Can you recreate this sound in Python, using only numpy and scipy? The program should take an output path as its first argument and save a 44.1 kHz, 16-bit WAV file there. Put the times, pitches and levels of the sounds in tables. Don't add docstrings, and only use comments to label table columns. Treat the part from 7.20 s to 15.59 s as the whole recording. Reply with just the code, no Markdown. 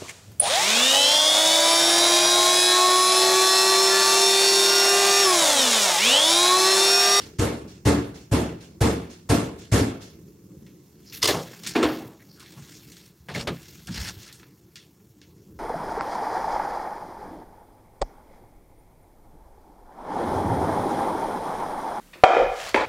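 import sys
import numpy as np
from scipy import signal
from scipy.fft import rfft, irfft, next_fast_len
from scipy.io import wavfile
from scipy.ndimage import uniform_filter1d

SR = 44100
rng = np.random.default_rng(int(sys.argv[2]) if len(sys.argv) > 2 else 0)


def waveform_to_disk(signal):
    frames = np.transpose(np.atleast_2d(signal))
    scaled = np.clip(frames, -1, 1) * 32767
    samples = np.round(scaled).astype(np.int16)
    wavfile.write(sys.argv[1], SR, samples)


N = 369990

# start in seconds,
# panel in dB, boom of the whole leaf in dB, frame rattle in dB (power above 1 kHz),
# treble rise of the rattle in seconds, brightness in dB per octave.
BANGS = [(-.31, -28, -18, -18, .01, 0), (0.184, -24, -21.5, -26, 0.019, 0),
         (0.65, -21, -19.5, -24, 0.013, -0.5), (1.112, -25.5, -19.5, -26, 0.017, -0.5),
         (1.605, -22, -17.5, -24.5, 0.013, 0), (2.09, -23, -20, -24.5, 0.0074, 0),
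         (2.515, -29, -18, -22.5, 0.015, 0)]
# delay in seconds, level in dB re the rattle, T60 in seconds.
REBOUND = (0.2877, -24, 0.43)
# frequency in Hz, relative level in dB, T60 in seconds before stretch.
LEAF_MODES = [(65, 5, 0.11), (73.6, 1, 0.56), (101.5, 12.5, 0.17), (113.6, -3, 0.67)]
# frequency in Hz, relative level in dB, T60 in seconds.
PANEL_MODES = [(143.9, -4.5, 0.25), (170.5, -8, 0.76), (229, -4, 0.57), (261.4, -12, 0.71),
               (298, 3.5, 0.48), (328, -15.5, 0.76), (370, -9, 0.55), (418.7, -8, 0.55), (460, -1, 0.46),
               (583, -25, 0.18), (700, -25, .3), (774, -23, 0.38), (890, -16, 0.49), (970, -11, 0.23),
               (1077, -19, 0.32), (1294, -13.5, 0.37)]
# frequency in Hz, relative density in dB per Hz.
RATTLE_SPECTRUM = [(45, -15), (70, -8.5), (110, -4.5), (180, 0), (290, -3), (420, -6.5), (900, -17.5),
                   (2500, -25), (8900, -29.5), (12200, -37), (16000, -71)]
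# frequency in Hz, T60 in seconds.
HALL_DECAY = [(50, 0.71), (130, 0.46), (350, 0.53), (920, 0.5), (2430, 0.5), (6400, 0.4)]
# start in seconds, body in dB, crack in dB, body centre in Hz,
# T60 in seconds, crack brightness in dB per octave, leaf boom in dB.
KNOCKS = [(2.604, -21.5, -51, 267, 0.39, -2, -26), (4.033, -25, -32, 433, 0.2, -0.5, -39),
          (4.08, -21, -22.5, 420, 0.28, 0, -34.5), (4.14, -27.5, -33, 165, 0.32, -5, -40),
          (4.55, -20.5, -25, 300, 0.64, -1, -47.5), (4.626, -15, -19, 340, 0.17, 1, -39.5),
          (4.647, -27, -30.5, 297, 0.39, -0.5, -38), (5.37, -36, -58, 144, 0.27, 2, -61),
          (5.414, -45, -71, 153, 0.16, 2, -55), (5.997, -45, -72, 140, .08, 6, -50.5),
          (6.084, -32.5, -33.5, 152, 0.21, 0.5, -48), (6.15, -30, -44.5, 165, 0.35, -7.5, -51),
          (6.188, -35, -43, 205, 0.11, -2, -48), (6.271, -25, -21, 325, 0.13, 1.5, -37),
          (6.228, -35, -60, 180, .2, -1, -53), (6.3, -25, -55.5, 162, 0.23, -9.5, -63),
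          (6.69, -19, -54, 165, 0.1, -3, -54), (6.777, -44, -41, 140, 0.11, 0, -41),
          (6.812, -47, -48, 140, 0.075, 0.5, -37), (6.965, -38, -50, 140, 0.054, 0, -42.5)]
# frequency in Hz, relative density in dB per Hz.
CRACK_SPECTRUM = [(290, -11.5), (500, 1.5), (831, -3), (1180, -2.5), (1480, -6), (1690, -7), (3340, -10.5),
                  (13800, -39), (16000, -43)]
# start in seconds, clatter in dB, clatter T60 in seconds, metal ring in dB.
LATCH_HITS = [(4.019, -32, .1, -36.5), (4.027, -18.5, 0.061, -17), (4.0313, -20, 0.051, -19.5),
              (4.0414, -18, 0.078, -24.5), (4.0556, -19, 0.036, -16), (4.0732, -22, 0.29, -30),
              (4.434, -36.5, 0.056, -43), (4.463, -37, 0.051, -41)]
# frequency in Hz, relative level in dB, T60 in seconds before stretch.
LATCH_MODES = [(2040, -5.5, 0.065), (3000, -10, 0.14), (3410, -21, 0.13), (3950, -14.5, .12),
               (4600, -15.5, .12), (5070, 4.5, 0.059), (5210, -3, 0.041), (5900, -6.5, 0.12),
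               (6580, -7.5, .1)]
# frequency in Hz, relative density in dB per Hz.
CLATTER_SPECTRUM = [(350, -33.5), (600, -15), (834, -13), (1150, -9), (1500, -18), (2150, -7.5),
                    (2440, -13), (3040, -5.5), (5120, -5.5), (16000, -25)]
# start in seconds, level in dB, centre in Hz.
TICKS = [(3.465, -51, 3350), (4.3321, -41.5, 1540), (4.9964, -59, 1920), (5.1964, -47, 6370),
         (5.2036, -45, 3490), (5.2606, -48.5, 3490), (5.3083, -55, 6090), (5.3213, -51, 6230),
         (5.4714, -54, 1600), (5.719, -44, 4540), (5.7672, -44, 3900), (5.8616, -53, 5730),
         (6.3694, -51.5, 2100), (6.6715, -36, 5000), (6.745, -42, 7000), (7.0297, -46, 5000),
         (7.087, -47, 2500), (7.098, -50, 2000), (7.126, -40, 7500), (7.197, -53, 2280), (7.23, -49, 1920),
         (7.5569, -37.5, 3940), (7.7994, -64, 1840), (8.0153, -48, 3520)]
# level in dB re the tick, T60 in seconds.
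TICK_TAIL = (-9.5, 0.29)
# level in dB re the hit, T60 in seconds.
PANTRY_TAIL = (-26, 0.47)
# time in seconds, level in dB, brightness in dB per octave,
# airy top in dB.
RUSTLE = [(2.9, -72, -1, -70), (3.05, -76, -1, -76), (3.75, -72, 1, -73), (3.92, -60, 1, -62),
          (4.2, -50, 0, -62), (4.3, -51, 0, -58), (4.4, -57, 1, -60), (4.53, -53, 1, -58),
          (4.75, -49, -1, -57), (4.88, -60, 0, -60), (4.94, -68, 1, -70), (5.13, -67, 1, -68),
          (5.24, -58, -1, -69), (5.45, -57, 0, -66), (5.7, -59, 2, -62), (5.86, -60, 2, -66),
          (5.93, -74, -1, -73), (6.25, -66, 2, -72), (6.36, -56, 1, -63), (6.65, -59, 2, -62),
          (6.95, -56, 0, -59), (7.14, -61, -1, -69), (7.3, -74, 0, -72), (8.39, -78, 0, -75)]
# start in seconds, length in seconds, rise in seconds,
# level in dB, centre in Hz, width in octaves, low rub in dB.
RUBS = [(3.855, .05, 0.023, -55, 5170, .3, -80), (3.923, 0.056, .002, -47.5, 4100, 1.6, -63),
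        (3.926, 0.06, .004, -48.5, 13200, 0.27, -80), (4.443, 0.015, .003, -43.5, 3000, 2, -67),
        (4.461, 0.02, .006, -36, 2980, 1.9, -63), (4.467, 0.014, .005, -37, 11000, 1, -80),
        (4.499, 0.038, .005, -48, 3000, 3, -65), (4.995, 0.018, 0.018, -61.5, 1900, 0.44, -99),
        (5.085, .06, 0.033, -59, 4800, 0.17, -80), (5.166, 0.061, 0.035, -59.5, 1190, 0.31, -80),
        (5.327, 0.064, 0.044, -63, 900, 0.57, -80), (5.464, 0.12, 0.05, -54.5, 6500, 0.9, -80),
        (6.086, .045, .003, -52.5, 1500, 4.1, -42), (6.139, 0.016, .012, -37.5, 1900, 0.18, -80),
        (6.139, 0.077, 0.0092, -40.5, 3540, 7.5, -41), (6.19, 0.022, .012, -50, 2300, .25, -80),
        (6.676, 0.012, .003, -48, 700, 1.7, -44), (6.692, .12, 0.07, -42.5, 3480, 7.5, -42.5),
        (6.804, 0.094, 0.021, -39.5, 3940, 7.5, -52), (6.956, 0.13, 0.12, -52, 4500, 3.6, -70)]
# frequency in Hz, relative density in dB per Hz.
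CLOTH_SPECTRUM = [(350, -27), (600, -4), (984, -5.5), (1230, -7), (1470, -1.5), (2650, -1.5), (5790, -1),
                  (8990, -11.5), (13800, -19.5), (16000, -20.5)]
# time in seconds, level above 100 Hz in dB,
# deep part below 100 Hz in dB.
RUMBLE = [(2.95, -51.5, -59), (3.62, -53.5, -69), (3.77, -55.5, -63), (4.07, -47, -57), (4.18, -43, -60),
          (4.34, -49.5, -68), (4.74, -46.5, -59), (5.0, -56, -65.5), (5.59, -53.5, -67), (5.78, -56.5, -64),
          (5.99, -57, -70.5), (6.21, -61, -66), (6.59, -55.5, -57), (6.83, -49, -38), (6.96, -52, -53),
          (7.25, -55.5, -70), (7.83, -59, -66.5), (8.39, -53, -54)]
# frequency in Hz, relative density in dB per Hz.
HOUSE_SPECTRUM = [(15, -67), (25, -26), (76, 2), (107, -1.5), (140, -1.5), (198, 2), (267, -26.5), (310, 1),
                  (479, -17), (719, -51), (900, -32.5), (1170, -62), (1980, -120)]
# frequency in Hz, relative density in dB per Hz.
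HISS_SPECTRUM = [(290, -26.5), (500, -5.5), (1140, -4.5), (1300, -10), (3290, -19), (5970, -7),
                 (10200, -17), (13400, -13.5), (16000, -11)]
# frequency in Hz, nominal side re mid in dB.
WIDTH = [(60, -44.5), (110, -20), (200, -23.5), (380, -11), (700, 0.5), (1290, -0.5), (2380, -2.5),
         (4400, -2), (8120, 1), (15000, -5)]
# frequency in Hz, nominal left re right in dB.
LEAN = [(60, -3.5), (110, -0.5), (200, -0.5), (380, 1), (700, 4.5), (1290, -1), (2380, -2.5), (4400, -1.5),
        (8120, -10), (15000, 1)]

BANDS_HZ = 30 * 2 ** np.arange(0, 9.3, 1 / 3)
TOP_HZ = 16000
NARROW_S = 4.0
BOOM_LAG_S = 0.0034
BODY_FALL_DB = -21.5
CRACK_STRETCH = 0.99
TICK_T60_S, RUB_T60_S = 0.028, 0.12
LOW_RUB_HZ, AIRY_HZ = 130, 13800
HISS_DB = -69.5


def undb(db):
    return 10 ** (np.asarray(db) / 20)


def on_log(table, hz):
    table = np.array(table)
    return np.interp(np.log(hz), np.log(table[:, 0]), table[:, 1])


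def shares(spectrum):
    g = undb(on_log(spectrum, BANDS_HZ)) * np.sqrt(BANDS_HZ)
    g = g * (BANDS_HZ > spectrum[0][0] * .9)
    return g / np.sqrt(np.sum(g ** 2))


def bell(hz, octaves, colour=1):
    g = colour * np.exp(-(np.log2(BANDS_HZ / hz) / octaves) ** 2)
    return g / np.linalg.norm(g)


def curve(table):
    s, *columns = np.transpose(table)
    return [np.interp(np.arange(N) / SR, s, c) for c in columns]


def walk(rate_hz):
    k = int(SR / rate_hz)
    steps = np.repeat(rng.standard_normal(N // k + 1), k)
    return 1.07 * uniform_filter1d(uniform_filter1d(steps, k), k)[:N]


def add(power, s, gains, rise_s, t60_s):
    i, t60_s = int(s * SR), np.clip(t60_s, .02, .8)[:, None]
    t = np.arange(max(-i, 0), min(int(1.2 * SR * np.max(t60_s)), N - i)) / SR
    rise = max(rise_s, 1e-4) * (1 + 600 / BANDS_HZ[:, None])
    shape = (1 - np.exp(-t / rise)) * 10 ** (-3 * t / t60_s)
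    start = max(i, 0)
    power[:, start:start + len(t)] += (gains[:, None] * shape) ** 2


def ring(s, db, modes, push_s, spread_db, stretch, detune, scatter=True):
    out, i = np.zeros(N), int(s * SR)
    t = np.arange(max(-i, 0), min(SR, N - i)) / SR
    chance, x = rng.standard_normal((len(modes), 3)), 0
    for (hz, mode_db, t60_s), (a, b, c) in zip(modes, chance):
        fade = 10 ** (-3 * t / np.clip(t60_s * stretch, .01, .8))
        cycles = hz * (1 + detune * c) * t + b * scatter
        x = x + undb(mode_db + spread_db * a) * fade * np.sin(2 * np.pi * cycles)
    push = np.sin(np.pi / 2 * np.minimum(t / push_s, 1)) ** 2
    start = max(i, 0)
    out[start:start + len(t)] = x * undb(db) * push
    return out


def bangs(power, wide):
    out, hall_s = 0, on_log(HALL_DECAY, BANDS_HZ)
    rattle = shares(RATTLE_SPECTRUM)
    rattle = rattle / np.linalg.norm(rattle[BANDS_HZ > 1000])
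    octaves = np.log2(np.maximum(BANDS_HZ, 500) / 2000)
    back_s, back_db, back_t60_s = REBOUND
    for s, panel_db, boom_db, rattle_db, rise_s, tilt_db in BANGS:
        out = out + ring(s + BOOM_LAG_S, boom_db, LEAF_MODES, 0.012, 1.0, 0.83, 0.016, scatter=False)
        out = out + ring(s + 0.00813, panel_db, PANEL_MODES, 0.015, 1.4, 1, 0.0311)
        out = out + ring(s + .02, panel_db, PANEL_MODES, 0.041, 2.5, 1, 0.0402)
        for into, slow_s in ((power, 0), (wide, .018)):
            add(into, s, rattle * undb(rattle_db + tilt_db * octaves), rise_s + slow_s, hall_s)
            rebound = shares(CLOTH_SPECTRUM) * undb(rattle_db + back_db)
            add(into, s + back_s, rebound, .015, back_t60_s + 0 * hall_s)
    return out


def knocks(power):
    out = 0
    tail_db, tail_s = PANTRY_TAIL
    for s, body_db, crack_db, centre_hz, t60_s, tilt_db, boom_db in KNOCKS:
        modes = [(hz, BODY_FALL_DB * np.log2(hz / centre_hz) ** 2, 1) for hz, _, _ in PANEL_MODES]
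        out = out + ring(s, body_db, modes, 0.011, 1.48, t60_s, .03, scatter=False)
        out = out + ring(s, boom_db, LEAF_MODES, .01, 2.3, 0.57, 0.06)
        g = shares(CRACK_SPECTRUM) * undb(crack_db + tilt_db * np.log2(BANDS_HZ / 2000))
        add(power, s, g, .003, CRACK_STRETCH * t60_s * (BANDS_HZ / 1000) ** -.15)
        add(power, s, g * undb(tail_db), .01, tail_s + 0 * g)
    return out


def latch(power):
    out = 0
    tail_db, tail_s = PANTRY_TAIL
    for s, clatter_db, t60_s, ring_db in LATCH_HITS:
        out = out + ring(s, ring_db, LATCH_MODES, .001, 2.1, 0.55, 0.008)
        g = shares(CLATTER_SPECTRUM) * undb(clatter_db)
        add(power, s, g, .001, t60_s + 0 * g)
        add(power, s, g * undb(tail_db), .01, tail_s + 0 * g)
    return out


def ticks(power):
    tail_db, tail_s = TICK_TAIL
    for s, db, hz in TICKS:
        g = undb(db) * bell(hz, 1.22)
        add(power, s, g, .0003, TICK_T60_S + 0 * g)
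        add(power, s, g * undb(tail_db), .002, tail_s + 0 * g)


def friction():
    t, cloth = np.arange(N) / SR, shares(CLOTH_SPECTRUM)
    level_db, tilt_db, airy_db = curve(RUSTLE)
    power = np.array([(g * undb(level_db + tilt_db * np.log2(hz / 4000))) ** 2
                      for g, hz in zip(cloth, BANDS_HZ)])
    power += (bell(AIRY_HZ, .26)[:, None] * undb(airy_db)) ** 2
    power *= t > RUSTLE[0][0]
    for s, length_s, rise_s, db, hz, octaves, low_db in RUBS:
        g = undb(db) * bell(hz, octaves, cloth) + undb(low_db) * bell(LOW_RUB_HZ, 1.1)
        i = int(s * SR)
        u = t[:int((length_s + RUB_T60_S) * SR)]
        rise = np.sin(np.pi / 2 * np.minimum(u / rise_s, 1))
        shape = rise * 10 ** (-3 * np.maximum(u - length_s, 0) / RUB_T60_S)
        power[:, i:i + len(u)] += (g[:, None] * shape) ** 2
    crackle_db = 2.0 * walk(400)
    return np.array([p * undb(crackle_db + 1.5 * walk(25)) ** 2 for p in power])


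def house():
    level_db, deep_db = curve(RUMBLE)
    throb_db, deep = 2.0 * walk(14), BANDS_HZ < 100
    g = shares(HOUSE_SPECTRUM) * (BANDS_HZ < 900)
    g = g / np.where(deep, np.linalg.norm(g[deep]), np.linalg.norm(g[~deep]))
    rumble = []
    for gain, is_deep in zip(g, deep):
        band_db = deep_db if is_deep else level_db
        rumble.append((gain * undb(band_db + throb_db + 0.5 * walk(8.9))) ** 2)
    return np.array(rumble) + (shares(HISS_SPECTRUM)[:, None] * undb(HISS_DB)) ** 2


def scene():
    wide = house()
    power = wide + friction()
    far = bangs(power, wide)
    rings = far + knocks(power) + latch(power)
    ticks(power)
    size = next_fast_len(N)
    hz = np.maximum(np.arange(size // 2 + 1) * SR / size, 1)
    noise = rfft(rng.standard_normal((2, size)))
    mid, side = rings, 0
    flicker = undb(1.2 * walk(250))
    for k, centre in enumerate(BANDS_HZ):
        mask = np.cos(np.pi / 2 * np.clip(3 * np.log2(hz / centre), -1, 1))
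        a, b = irfft(noise * mask / np.sqrt(np.mean(mask ** 2)), size)[:, :N]
        mid = mid + a * flicker * undb(2.4 * walk(40)) * np.sqrt(power[k])
        lean = np.tanh(on_log(LEAN, centre) * np.log(10) / 40)
        side = side + a * np.sqrt(wide[k]) * lean
        side = side + b * np.sqrt(wide[k]) * undb(on_log(WIDTH, centre))
    late = np.concatenate([np.zeros(int(.01 * SR)), far])[:N]
    side = side + irfft(rfft(late, size) * undb(on_log(WIDTH, hz)), size)[:N]
    side = side * np.clip((NARROW_S - np.arange(N) / SR) / .03, 0, 1)
    return np.array([mid + side, mid - side])


def record(dry):
    x = signal.sosfilt(signal.butter(2, 40, "high", fs=SR, output="sos"), dry)
    return signal.sosfilt(signal.ellip(10, .2, 80, TOP_HZ, fs=SR, output="sos"), x)


dry = scene()
out = record(dry)
waveform_to_disk(out)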